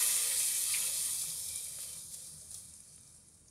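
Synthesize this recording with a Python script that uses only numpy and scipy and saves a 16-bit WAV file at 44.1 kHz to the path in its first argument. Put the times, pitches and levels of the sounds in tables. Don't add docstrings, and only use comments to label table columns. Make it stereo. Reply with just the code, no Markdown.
import sys
import numpy as np
from scipy import signal
from scipy.fft import rfft, irfft, next_fast_len
from scipy.io import wavfile
from scipy.ndimage import map_coordinates

SR = 44100
rng = np.random.default_rng(int(sys.argv[2]) if len(sys.argv) > 2 else 0)


def materialize(psi):
    bounded = np.clip(np.atleast_2d(psi).T, -1, 1)
    quanta = np.round(bounded * 32767).astype(np.int16)
    wavfile.write(sys.argv[1], SR, quanta)


N = 154350
T = np.arange(N) / SR


def amp(db):
    return 10 ** (np.asarray(db) / 20)


def unit(x):
    return x / np.sqrt(np.mean(x ** 2) + 1e-20)


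def follow(table, column=1):
    columns = np.transpose(table)
    return np.interp(T, columns[0], columns[column])


def wobble(rate):
    knots = rng.standard_normal(int(N * rate / SR) + 4)
    return map_coordinates(knots, [T * rate])


def shape(points):
    hz, db = np.transpose(points)
    return lambda f: amp(np.interp(np.log(f + 1), np.log(hz + 1), db))


def modes(table):
    def response(f):
        total = 0
        for k, (centre, width, db) in enumerate(table):
            resonance = 1j * f * width / (centre * centre - f * f + 1j * f * width)
            total = total + (-1) ** k * amp(db) * resonance
        return total
    return response


def filtered(x, response):
    m = next_fast_len(N + SR // 2)
    f = np.fft.rfftfreq(m, 1 / SR) + 1e-3
    return irfft(rfft(x, m) * response(f), m)[..., :N]


BIGGEST_DB = 12


def bursts(rate, spread_db):
    happens = rng.random(N) < rate / SR
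    size = amp(np.minimum(spread_db * rng.exponential(size=N), BIGGEST_DB))
    return unit(happens * rng.standard_normal(N) * size)


POT_ECHO_S, ECHO_DB = 0.085, 5


def echoed(x):
    t, step = np.arange(SR // 10) / SR, SR // 8
    out = np.pad(x, (0, SR))
    for a in range(0, N, step):
        tail = rng.standard_normal(len(t)) * amp(-60 * t / POT_ECHO_S)
        wet = signal.fftconvolve(x[a:a + step], amp(ECHO_DB) * tail / np.linalg.norm(tail))
        out[a:a + len(wet)] += wet
    return out[:N]


# (frequency [Hz], relative density [dB per Hz])
FIERCE_COLOUR = [(1000, -24.5), (2000, -29), (2950, -24.5), (3300, -11.5), (3760, -9.5), (4210, -8.5),
                 (5940, -8.5), (6900, -6), (7740, -6), (9390, 1.5), (11500, -6), (15600, -21.5)]
# (frequency [Hz], relative density [dB per Hz])
DYING_COLOUR = [(1650, -18), (2800, -40), (3780, -15.5), (4520, -10.5), (6380, -6.5), (8000, -5.5),
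                (8800, 1), (9460, 0.5), (10200, -1), (11200, -7), (11700, -20), (15600, -29)]


def coloured(x, share):
    fierce = (1 - share) * unit(filtered(x, shape(FIERCE_COLOUR)))
    dying = share * unit(filtered(x, shape(DYING_COLOUR)))
    return fierce + dying


FIZZ_RATE, FIZZ_SPREAD_DB = 4000, 1
FIERCE_DB, DYING_DB = -38, -59
HISS_DB, HISS_SWING_DB = -0.5, 1.5
BUBBLE_WIDTH = 1
# one column, (frequency [Hz])
BUBBLE_HZ = [2700, 4330, 6000, 8650, 11700, 14500]
# (time [s], fine fizz [dB], big bubbles [dB], deep simmer [dB])
SIZZLE_LEVEL = [(0.0, -30, -45.5, -58.5), (0.12, -31, -47, -57), (0.3, -32.5, -46, -60.5),
                (0.54, -33.5, -51, -74), (0.55, -32, -46.5, -68), (0.59, -33, -53, -72),
                (0.78, -33, -49.5, -64), (0.88, -34, -50, -62.5), (0.94, -35.5, -52.5, -67.5),
                (1.02, -35.5, -55, -70.5), (1.39, -40.5, -67, -71), (1.58, -40.5, -73, -72.5),
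                (1.76, -45.5, -65.5, -71.5), (1.83, -41, -61, -71), (1.94, -46, -66.5, -69),
                (2.1, -48, -89, -83), (2.11, -44, -71, -72), (2.32, -50, -79, -75.5),
                (2.63, -52, -81, -79.5), (2.87, -56.5, -81, -83), (3.08, -56.5, -85, -89),
                (3.22, -61.5, -82, -88), (3.3, -61, -86, -89), (3.5, -63.5, -90, -87)]
# (frequency [Hz], gain [dB])
SIDE_FILTER = [(5000, -73), (10000, -99), (12500, -16.5), (15600, 1)]


def fizz():
    fine_db = follow(SIZZLE_LEVEL, 1)
    wobble_db = 0.4 * wobble(5.62) + 0.33 * wobble(24.7) + 0.39 * wobble(49.7)
    level = amp(fine_db + wobble_db)
    share = np.clip((fine_db - FIERCE_DB) / (DYING_DB - FIERCE_DB), 0, 1)
    pops = np.zeros(N)
    for hz in BUBBLE_HZ:
        clicks = bursts(FIZZ_RATE / len(BUBBLE_HZ), FIZZ_SPREAD_DB)
        pops += filtered(clicks, modes([(hz, BUBBLE_WIDTH * hz, 0)]))
    hiss = amp(HISS_DB + HISS_SWING_DB * (0.5 - share)) * rng.standard_normal(N)
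    mid = level * coloured(unit(echoed(pops)) + hiss, share)
    side = filtered(level * coloured(rng.standard_normal(N), share), shape(SIDE_FILTER))
    return mid, side


BUBBLE_RATE, BUBBLE_SPREAD_DB = 1500, 2.5
# (frequency [Hz], width [Hz], relative level [dB])
POT_HIGH = [(1660, 94, -12), (1929, 97, -3.5), (2097, 162, -7), (2303, 100, -2), (2618, 107, -1.5),
            (3090, 43, 1), (3290, 136, -6.5), (3720, 35, -8.5), (4550, 230, -24)]
POT_MID = [(955, 90, -3), (1230, 85, 0), (1420, 170, -8)]
POT_LOW = [(468, 46, 4), (598, 125, 1)]
# (time [s], level [dB])
GURGLE_LEVEL = [(0, -53.5), (.12, -56), (.44, -63), (.62, -67), (.78, -58.5), (.95, -65.5), (1.15, -67.5),
                (1.65, -79.5), (1.82, -72.5), (2.08, -80), (2.6, -86), (3.5, -85)]


def pot_bubbles():
    def ring(table):
        drive = echoed(bursts(BUBBLE_RATE, BUBBLE_SPREAD_DB)) + rng.standard_normal(N)
        return unit(filtered(drive, modes(table)))

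    big = ring(POT_HIGH) * amp(follow(SIZZLE_LEVEL, 2) + 0.6 * wobble(12))
    gurgle = ring(POT_MID) * amp(follow(GURGLE_LEVEL) + 1.1 * wobble(7.9))
    deep = ring(POT_LOW) * amp(follow(SIZZLE_LEVEL, 3) + 0.6 * wobble(12))
    return big + gurgle + deep


# (frequency [Hz], width [Hz], relative level [dB])
WALL_MODES = [(2358, 33, -1), (2550, 23, -22), (3140, 63, -8.5), (3743, 34, 2)]
# (time [s], level [dB])
WALL_LEVEL = [(0, -58), (1, -61.5), (1.4, -61), (1.95, -65.5), (2.1, -77), (2.5, -78), (2.7, -77),
              (3.1, -81), (3.5, -90)]


def wall_ring():
    ring = unit(filtered(bursts(FIZZ_RATE, 0.56), modes(WALL_MODES)))
    return ring * amp(follow(WALL_LEVEL) + 2.4 * wobble(11.07))


CRACK_S = 0.008
CRACK_WIDTH = 0.45
SPRAY_RING_DB = -10
# (time [s], crack peak level [dB], crack pitch [Hz],
# spray peak relative to crack, capped at 0 [dB], spray 60 dB decay time, held to 0.01-0.3 [s],
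# dying colour share [0-1])
SPITS = [(0.3872, -25, 8850, -16, .02, .3), (0.6392, -18, 11160, -19, .02, .3),
         (1.2341, -32, 7000, 2, 0.045, 1), (1.301, -35.5, 4240, 1, 0.034, .4),
         (1.5586, -26, 9100, -5.5, 0.024, .3), (1.93, -34, 8000, -1, 0.029, 0),
         (1.939, -38, 6000, -22, 0.018, .3), (2.1406, -33.5, 7840, 2, 0.042, 0.2),
         (2.508, -31, 8900, -5, 0.19, 0.8), (2.544, -30, 6500, -2, 0.045, 0),
         (2.56, -38.5, 9000, 0.5, 0.37, 0.4), (2.659, -47, 9200, -15, 0.018, .9),
         (2.738, -40.5, 6930, -7, 0.022, 0.8), (2.804, -40.5, 8500, -7, .02, 0.8),
         (2.892, -52, 5000, -15, .02, .9), (2.9606, -42.5, 9200, -11, .02, 0.9),
         (3.0106, -44, 9200, -14, .02, 1), (3.034, -46, 6600, -12, 0.022, 0.7),
         (3.075, -49, 5650, 3, 0.042, 1), (3.1477, -47, 9000, -12, .02, 0.7),
         (3.285, -46, 9250, -10, 0.043, 0.9), (3.3453, -48.5, 7200, -12, 0.025, 0.8)]


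def spits():
    out = np.zeros(N)
    for s, db, hz, spray_db, t60, share in SPITS:
        grain_db = 2 * rng.standard_normal(N // 40 + 1).repeat(40)[:N]
        noise = rng.standard_normal(N) * amp(grain_db) * (T >= s)
        age = np.abs(T - s)
        band = modes([(hz, CRACK_WIDTH * hz, 0)])
        crack = filtered(noise * amp(-60 * age / CRACK_S), lambda f: band(f) ** 2)
        crack = coloured(crack, share)
        fall = amp(-60 * age / np.clip(t60, 0.01, 0.3))
        drops = noise * fall * (1 - np.exp(-age / CRACK_S))
        pot_ring = filtered(unit(drops), modes(POT_HIGH + POT_MID))
        spray = coloured(drops, share) + amp(SPRAY_RING_DB) * pot_ring
        crack = crack / np.abs(crack).max()
        spray = amp(min(spray_db, 0)) * spray / np.abs(spray).max()
        out += amp(db) * (crack + spray)
    return out


# (time [s], nominal peak level [dB], pitch [Hz], one-pass band width over pitch [1], length [s])
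BLOPS = [(0.719, -29, 4500, 0.24, 0.031), (0.735, -26, 2400, .3, 0.025), (0.764, -35, 2180, 0.26, .02),
         (0.773, -39, 2270, .2, 0.013), (1.666, -47.5, 2350, .12, 0.012), (3.482, -43, 6000, 0.22, 0.0061)]


def blops():
    out = np.zeros(N)
    for s, db, hz, width, length in BLOPS:
        u = np.clip((T - s) / length, 0, None)
        band = modes([(hz, width * hz, 0)])
        noise = unit(filtered(rng.standard_normal(N), lambda f: band(f) ** 2))
        swell = 3 * u * np.exp(1 - 3 * u)
        out += amp(db - 11.5) * swell * noise
    return out


TICK_WIDTH_HZ, TICK_RING_DB = 4500, 0
# (time [s], relative strength [dB], click pitch [Hz])
TICKS = [(1.787, -33, 2200), (1.834, -36, 2600), (2.98, -43, 3100)]


def ticks():
    out = np.zeros(N)
    pot = modes(POT_LOW + POT_MID + POT_HIGH)
    for s, db, hz in TICKS:
        click = modes([(hz, TICK_WIDTH_HZ, 0)])
        blow = 3 * amp(db) * (np.arange(N) == round(s * SR))
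        out += filtered(blow, lambda f: click(f) ** 2 + amp(TICK_RING_DB) * pot(f))
    return out


# (frequency [Hz], one-pass width [Hz], one-pass relative level [dB])
HUM_MODES = [(41, 7.2, -4.5), (78, 15.4, -2), (122.6, 44, -4.5), (159.2, 19, -1.5), (205, 43.4, -8)]
# (time [s], level [dB])
HUM_LEVEL = [(0, -67.5), (.9, -65.5), (1.8, -66), (2.7, -65), (3.5, -68.5)]


def hum():
    tones = modes(HUM_MODES)
    noise = unit(filtered(rng.standard_normal(N), lambda f: tones(f) ** 2))
    return amp(follow(HUM_LEVEL) + wobble(5.1)) * noise


AIR_DB = -75
# (frequency [Hz], relative density [dB per Hz])
AIR_COLOUR = [(25, -15), (250, 16), (500, 8.5), (1000, 1.5), (3000, -5), (9300, -32), (15600, -37)]


def air():
    return amp(AIR_DB) * unit(filtered(rng.standard_normal(N), shape(AIR_COLOUR)))


# (time of centre [s], envelope peak level [dB], pitch [Hz], length between 1/e points [s])
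THUDS = [(1.124, -64, 93.5, 0.22), (1.3, -59.5, 160.5, 0.14), (1.527, -59.5, 81.7, 0.12),
         (1.72, -66, 156, 0.1), (1.95, -62.5, 157, 0.11), (2.08, -66, 160, .1), (2.36, -57, 154.6, 0.074),
         (2.546, -61.5, 78, 0.19), (2.696, -59.5, 78, 0.088), (3.12, -66.5, 75, 0.18),
         (3.403, -66, 82.3, 0.18)]


def thuds():
    out = np.zeros(N)
    for s, db, hz, length in THUDS:
        age = T - s
        out += amp(db) * np.exp(-(2 * age / length) ** 2) * np.sin(2 * np.pi * hz * age)
    return out


def scene():
    mid, side = fizz()
    mid = mid + pot_bubbles() + wall_ring() + spits() + blops() + ticks()
    mid = mid + hum() + air() + thuds()
    return np.array([mid + side, mid - side])


TOP_HZ = 15660


def record(dry):
    return filtered(dry, lambda hz: hz < TOP_HZ)


dry = scene()
out = record(dry)
materialize(out)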